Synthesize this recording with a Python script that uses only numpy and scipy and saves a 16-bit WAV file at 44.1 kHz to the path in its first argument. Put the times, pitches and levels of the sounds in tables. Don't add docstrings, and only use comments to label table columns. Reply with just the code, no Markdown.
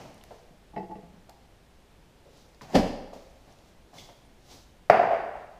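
import sys
import numpy as np
from scipy import signal
from scipy.fft import rfft, irfft, next_fast_len
from scipy.io import wavfile
from scipy.ndimage import map_coordinates

SR = 44100
rng = np.random.default_rng(int(sys.argv[2]) if len(sys.argv) > 2 else 0)


def convert_level_to_amplitude(level_db):
    exponent = np.asarray(level_db, float) / 20
    return 10 ** exponent


def store_pcm(level_fs):
    pcm = np.round(np.clip(level_fs, -1, 1) * 32767).astype(np.int16)
    wavfile.write(sys.argv[1], SR, np.atleast_2d(pcm).T)


N = 246597

# t/s, peak level/dB
CUP_TOUCHES = [(4.898, 3.5), (4.942, -4.5), (4.959, -9.5), (4.995, -5), (5.017, -12.5), (5.027, -11),
               (5.108, -9), (5.12, -12.5), (5.131, -11.5), (5.147, -15.5), (5.234, -25), (5.288, -24),
               (5.352, -22)]
# f/Hz, level/dB
CUP_BODY = [(40, -67), (100, -17), (220, -19), (420, -11), (680, -1.5), (1000, -10), (1900, -14),
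            (2700, -23), (3100, -30.5), (3900, -38.5), (4700, -47.5), (5500, -41.5), (9000, -49.5),
            (15000, -60.5)]
# f/Hz, width/Hz, level/dB
CUP_RESONANCES = [(215, 50, -2), (420, 60, 2), (575, 60, -6), (690, 80, 0)]
# t/s, level/dB
RIM_TOUCHES = [(0, -8), (.0016, -2), (.0030, -7), (.0052, -11), (.0078, -15)]
# f/Hz, width/Hz, level/dB
GLASS_EDGE = [(4300, 280, -6), (4850, 630, 6), (8500, 3000, -15), (12300, 1500, -10)]
# t/s, level/dB, rise/s, fade/s
DOOR_SHUDDER = [
    (2.755, -6, 0.041, 0.14),
    (2.786, -22.5, 0.0081, 0.26),
    (2.86, -28.5, 0.24, 0.59),
]
# t/s, peak level/dB
LATCH_BLOWS = [
    (2.754, -19),
    (2.756, 14),
]
# f/Hz, width/Hz, level/dB
OVEN_PANELS = [(105, 50, -10), (200, 80, -2), (290, 110, -3), (418, 90, -2), (500, 100, -2), (592, 90, 0),
               (720, 160, -6), (900, 200, -13)]
# f/Hz, level/dB, t60/s
DOOR_SKIN = [(188.3, 5.5, 0.25), (250, 10, 0.15), (298, 4, 0.15), (414, -40, 0.17)]
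# f/Hz, level/dB
LATCH_RATTLE = [(530, -43), (900, 0), (1320, -10.5), (1670, -6), (2310, -7.5), (2390, -9), (3180, -9),
                (3800, -15), (4820, -9), (7230, -21.5), (10600, -29.5), (12800, -30), (15500, -40)]
# t/s, peak level/dB, tray ring level/dB
TRAY_BUMPS = [(0.734, -41.5, 2.5), (0.763, -28, -1), (0.777, -29, -17), (0.799, -35, 8), (0.829, -35, 3),
              (0.894, -38.5, -3), (0.911, -37.5, 7.5), (0.954, -35, -18), (0.984, -42.5, -32),
              (1.029, -41.5, -25)]
# f/Hz, level/dB, t60/s
TRAY_LOW = [(187, 9, 0.16), (322, 8, 0.1), (423, 2, 0.16), (503, -1, 0.22), (677, 10.5, 0.068),
            (1115, -9, 0.15), (1163, -9.5, 0.058)]
# f/Hz, level/dB, t60/s
TRAY_RING = [(769, -1.5, 0.09), (840.4, 4.5, 0.11), (870, -4, 0.088)]
# f/Hz, level/dB, t60/s
CLINK_MODES = [(1560, 0, 0.035), (1850, 2, 0.048), (1930, 6.5, 0.076), (1985, -2, 0.12), (2130, 0, 0.046),
               (2700, -2, 0.11), (2920, -2.5, 0.049), (3930, -6, 0.029), (4760, -10, 0.056),
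               (5240, -14.5, 0.17)]
# t/s, peak level/dB, f/Hz, width/Hz
TICKS = [(.144, -51, 7500, 7000), (.179, -52, 6000, 7000), (0.212, -48, 3160, 900), (.238, -39, 3440, 9000),
         (1.295, -38.5, 2600, 12000), (2.546, -51.5, 4700, 1500), (2.611, -36, 1130, 900),
         (2.617, -53, 6000, 8940), (2.702, -49.5, 6500, 4000), (3.132, -53, 5400, 4060),
         (3.131, -51, 1240, 745), (3.524, -51, 5870, 3030), (3.587, -49.5, 3470, 3970)]
# t/s, peak level/dB, f/Hz, t60/s
THUDS = [(0.054, -41, 585, 0.049), (0.091, -45, 218, 0.069), (0.308, -36, 538, 0.11),
         (0.505, -47.5, 202, 0.03), (1.29, -44, 770, 0.14), (1.981, -55, 151, 0.074),
         (2.256, -48.5, 490, 0.35), (2.613, -62, 228, 0.1), (2.699, -41.5, 720, 0.08),
         (3.129, -34, 566, 0.12), (3.48, -49.5, 610, 0.39), (3.931, -43.5, 710, 0.078),
         (4.089, -43, 606, 0.085), (1.03, -42.5, 187, .1), (1.13, -50, 200, 0.34)]
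# peak t/s, body level/dB, hiss re body level/dB, rise/s, fade/s
SLIDES = [(0, -45.5, -12.5, .05, 0.99), (.33, -62, -4.5, 0.27, 0.61), (1.15, -62, -25, 0.8, 0.65),
          (2.376, -61.5, -1.5, 0.53, 0.87), (2.617, -44, -10, 0.015, 0.25), (2.735, -43.5, -11, 0.22, .03),
          (3.134, -53.5, -6, 0.011, 0.85), (3.5, -61.5, -7.5, 0.45, 0.59), (3.68, -69.5, 0.5, .4, 0.41),
          (3.94, -53.5, -10.5, 0.017, 0.68), (3.987, -58, 3.5, 0.19, 0.72), (4.525, -52, -0.7, 0.3, .55)]
# f/Hz, level/dB
SLIDE_BODY = [(59, -37), (100, 1), (400, -8), (458, -7.5), (724, -4), (1460, -18.5), (2500, -19),
              (3250, -23.5), (5500, -120)]
# f/Hz, level/dB
SLIDE_HISS = [(710, -24), (1200, -55), (1760, -30), (2140, -12.5), (2980, -5.5), (3350, -4), (3850, -2),
              (6110, -3), (8700, -14.5), (13300, -18), (15500, -18)]
# t/s, level/dB
SQUEAKS = [
    (3.986, -48.5),
    (4.094, -62.5),
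]
# f/Hz, width/Hz, level/dB
RUBBER = [(2100, 250, -4), (3380, 320, 0), (4750, 450, -7), (6050, 450, -9)]
# (f/Hz, level/dB, t60/s)
CHIRP = (4.245, -71, [(9280, 4.5, .12), (9420, 2, .12)])
# f/Hz, level/dB
ROOM_TONE = [(12, -7), (20, -3), (59, -5.5), (88, -10), (214, -13), (246, -15), (353, -15.5), (600, -18.5),
             (839, -20.5), (1140, -25.5), (1240, -26.5), (1680, -27), (3380, -30), (13300, -43.5),
             (15700, -49)]
# f/Hz, t60/s
KITCHEN_T60 = [(100, 0.72), (300, 0.75), (700, 0.98), (2000, 0.84), (5000, 0.82), (12000, 0.3)]


def cup():
    out, blow, landing = np.zeros(N), np.zeros(SR), np.zeros(SR // 50)
    add(blow, 0, pulse(CUP_BODY))
    blow += sum(filtered(blow, resonances([peak])) for peak in CUP_RESONANCES)
    edge = filtered(np.eye(1, SR)[0], resonances(GLASS_EDGE))
    for s, db in RIM_TOUCHES:
        add(landing, s, convert_level_to_amplitude(db - 14) * np.hanning(9))
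    t = np.arange(SR // 50) / SR
    for k, (s, db) in enumerate(CUP_TOUCHES):
        lands = k == 0
        bright_db, wet_db = (-24.5, -4) if lands else (-27.5, -10 - 0.2 * db)
        roll = np.sin(np.pi * np.minimum(t / 0.009, 1)) ** 2
        rock = roll * np.sin(2 * np.pi * rng.normal(709, 59) * t) / roll.sum()
        scrape = rng.standard_normal(len(t)) * convert_level_to_amplitude(-60 * t / 0.053)
        scrape /= np.linalg.norm(scrape)
        body = convert_level_to_amplitude(db - 0.5) * blow
        shine = convert_level_to_amplitude(db + bright_db + 14) * edge
        if lands:
            direct = np.convolve(body, landing)[:SR] + np.convolve(shine, scrape)[:SR]
        else:
            hard_edge = np.eye(1, len(t), 90)[0]
            direct = np.convolve(body, convert_level_to_amplitude(9) * rock + convert_level_to_amplitude(-14.5) * hard_edge)[:SR]
        start = s + (0.0004 if lands else -0.0015)
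        add(out, start, room(body + shine, wet_db, gap=0.005, direct=direct))
    return out


def door():
    envelope = sum(swell(*row) for row in DOOR_SHUDDER)
    panels = resonances(OVEN_PANELS)
    blows, pump = np.zeros(N), np.zeros(N)
    for s, db in LATCH_BLOWS:
        add(blows, s, convert_level_to_amplitude(db + 12) * np.hanning(24))
    shudder = envelope * convert_level_to_amplitude(-6.5) * unit(filtered(rng.standard_normal(N), panels))
    air_modes = [(25, -3.5, 1.0), (62.8, -6.5, 0.68)]  # f/Hz, level/dB, t60/s
    add(pump, 2.75, convert_level_to_amplitude(-24.5) * ring(air_modes, attack=0.011))
    add(shudder, 2.747, convert_level_to_amplitude(-20.5) * ring(DOOR_SKIN, attack=0.013))
    knock = convert_level_to_amplitude(-16.5) * filtered(blows, panels)
    rattle = convert_level_to_amplitude(-19) * envelope * noise(LATCH_RATTLE)
    return room(knock + shudder + rattle, wet_db=-11) + room(pump, wet_db=-12)


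def tray():
    out = np.zeros(N)
    for s, db, ring_db in TRAY_BUMPS:
        clink_db = -55.5 + 1.9 * (db + 31)
        add(out, s, convert_level_to_amplitude(db - 13) * ring(TRAY_LOW, attack=0.0016, loose=0.028))
        add(out, s, convert_level_to_amplitude(db + ring_db - 0.5) * ring(TRAY_RING, attack=0.019, loose=0.011))
        add(out, s, convert_level_to_amplitude(clink_db) * ring(CLINK_MODES, attack=0.00029, loose=0.0112))
    return room(out, wet_db=-15)


def small_knocks():
    out = np.zeros(N)
    for s, db, hz, width_hz in TICKS:
        add(out, s, convert_level_to_amplitude(db) * burst(hz, width_hz, t60=0.013))
    for s, db, hz, t60 in THUDS:
        add(out, s, convert_level_to_amplitude(db) * burst(hz, 0.54 * hz, t60))
    return room(out, wet_db=-7)


def slides():
    body = sum(swell(s, db, rise, fade) for s, db, _, rise, fade in SLIDES)
    hiss = sum(swell(s, db + hiss_db, rise, fade) for s, db, hiss_db, rise, fade in SLIDES)
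    grit = convert_level_to_amplitude(0.64 * wander(N // 200 + 4, np.arange(N) / 200))
    rubber = resonances(RUBBER)
    grip = sum(swell(s, db, rise=0.028, fade=0.25) for s, db in SQUEAKS)
    squeak = grip * unit(filtered(rng.standard_normal(N), lambda f: rubber(f) ** 2)) * grit ** 2.5
    chirp_s, chirp_db, chirp_modes = CHIRP
    add(squeak, chirp_s, convert_level_to_amplitude(chirp_db) * ring(chirp_modes, attack=0.0087))
    scuff = body * noise(SLIDE_BODY) + convert_level_to_amplitude(0.3) * hiss * grit * noise(SLIDE_HISS)
    return scuff + room(squeak, wet_db=-10)


def floor():
    t = np.arange(N) / SR
    sway = convert_level_to_amplitude(1.5 * wander(40, t * 5))
    hum = convert_level_to_amplitude(-67.5) * sway * np.sin(2 * np.pi * 59 * t)
    return convert_level_to_amplitude(-57) * noise(ROOM_TONE) + hum


def room(x, wet_db, gap=0.0068, direct=None):
    hz, t, z = signal.stft(rng.standard_normal(SR + SR // 2), SR, nperseg=256)
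    decay = convert_level_to_amplitude(-60 * t / along(KITCHEN_T60, hz)[:, None])
    tail = signal.istft(z * decay, SR, nperseg=256)[1]
    tail = np.pad(tail / np.linalg.norm(tail), (round(gap * SR), 0))
    near = x if direct is None else direct
    return near + convert_level_to_amplitude(wet_db) * signal.fftconvolve(x, tail)[:len(x)]


def ring(modes, attack, loose=0):
    t = np.arange(SR // 2) / SR
    out = np.zeros(len(t))
    for hz, db, t60 in modes:
        decay = convert_level_to_amplitude(db + rng.normal(0, 2.5) - 60 * t / t60)
        out += decay * np.sin(2 * np.pi * hz * (1 + loose * rng.standard_normal()) * t)
    return out * (1 - np.exp(-t / attack))


def burst(hz, width_hz, t60):
    t = np.arange(SR // 5) / SR
    band = resonances([(hz, width_hz, 0)])
    x = filtered(rng.standard_normal(len(t)) * convert_level_to_amplitude(-60 * t / t60), lambda f: band(f) ** 2)
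    return x / np.abs(x).max()


def swell(s, db, rise, fade):
    late = np.arange(N) / SR - s
    return convert_level_to_amplitude(db - 60 * np.maximum(-late / rise, late / fade))


def wander(count, places):
    return map_coordinates(rng.standard_normal(count), [places])


def resonances(peaks):
    def response(f):
        total = 0
        for k, (c, w, db) in enumerate(peaks):
            total = total + (-1) ** k * convert_level_to_amplitude(db) * 1j * f * w / (c * c - f * f + 1j * f * w)
        return total
    return response


def filtered(x, response):
    m = next_fast_len(len(x) + SR // 2)
    return irfft(rfft(x, m) * response(np.fft.rfftfreq(m, 1 / SR)), m)[:len(x)]


def noise(spectrum):
    return unit(filtered(rng.standard_normal(N), lambda hz: convert_level_to_amplitude(along(spectrum, hz))))


def pulse(spectrum, size=4096):
    cepstrum = irfft(np.log(convert_level_to_amplitude(along(spectrum, np.fft.rfftfreq(size, 1 / SR))) + 1e-6))
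    cepstrum[1:size // 2] *= 2
    cepstrum[size // 2 + 1:] = 0
    p = irfft(np.exp(rfft(cepstrum)))
    return p / np.abs(p).max()


def along(points, hz):
    f, v = np.transpose(points)
    return np.interp(np.log(hz + 1), np.log(f + 1), v)


def unit(x):
    return x / np.sqrt(np.mean(x ** 2) + 1e-20)


def add(track, s, x):
    part = track[round(s * SR):][:len(x)]
    part += x[:len(part)]


def scene():
    return (cup() + door() + tray() + small_knocks() + slides() + floor())[None]


def top_cut(x):
    return signal.sosfilt(signal.butter(12, 15830, fs=SR, output="sos"), x)


def record(dry):
    limited = dry / (1 + np.abs(dry / 1.05) ** 8) ** (1 / 8)
    mix = np.array([filtered(channel, lambda hz: hz < 15450) for channel in limited])
    return top_cut(mix)


dry = scene()
out = record(dry)
store_pcm(out)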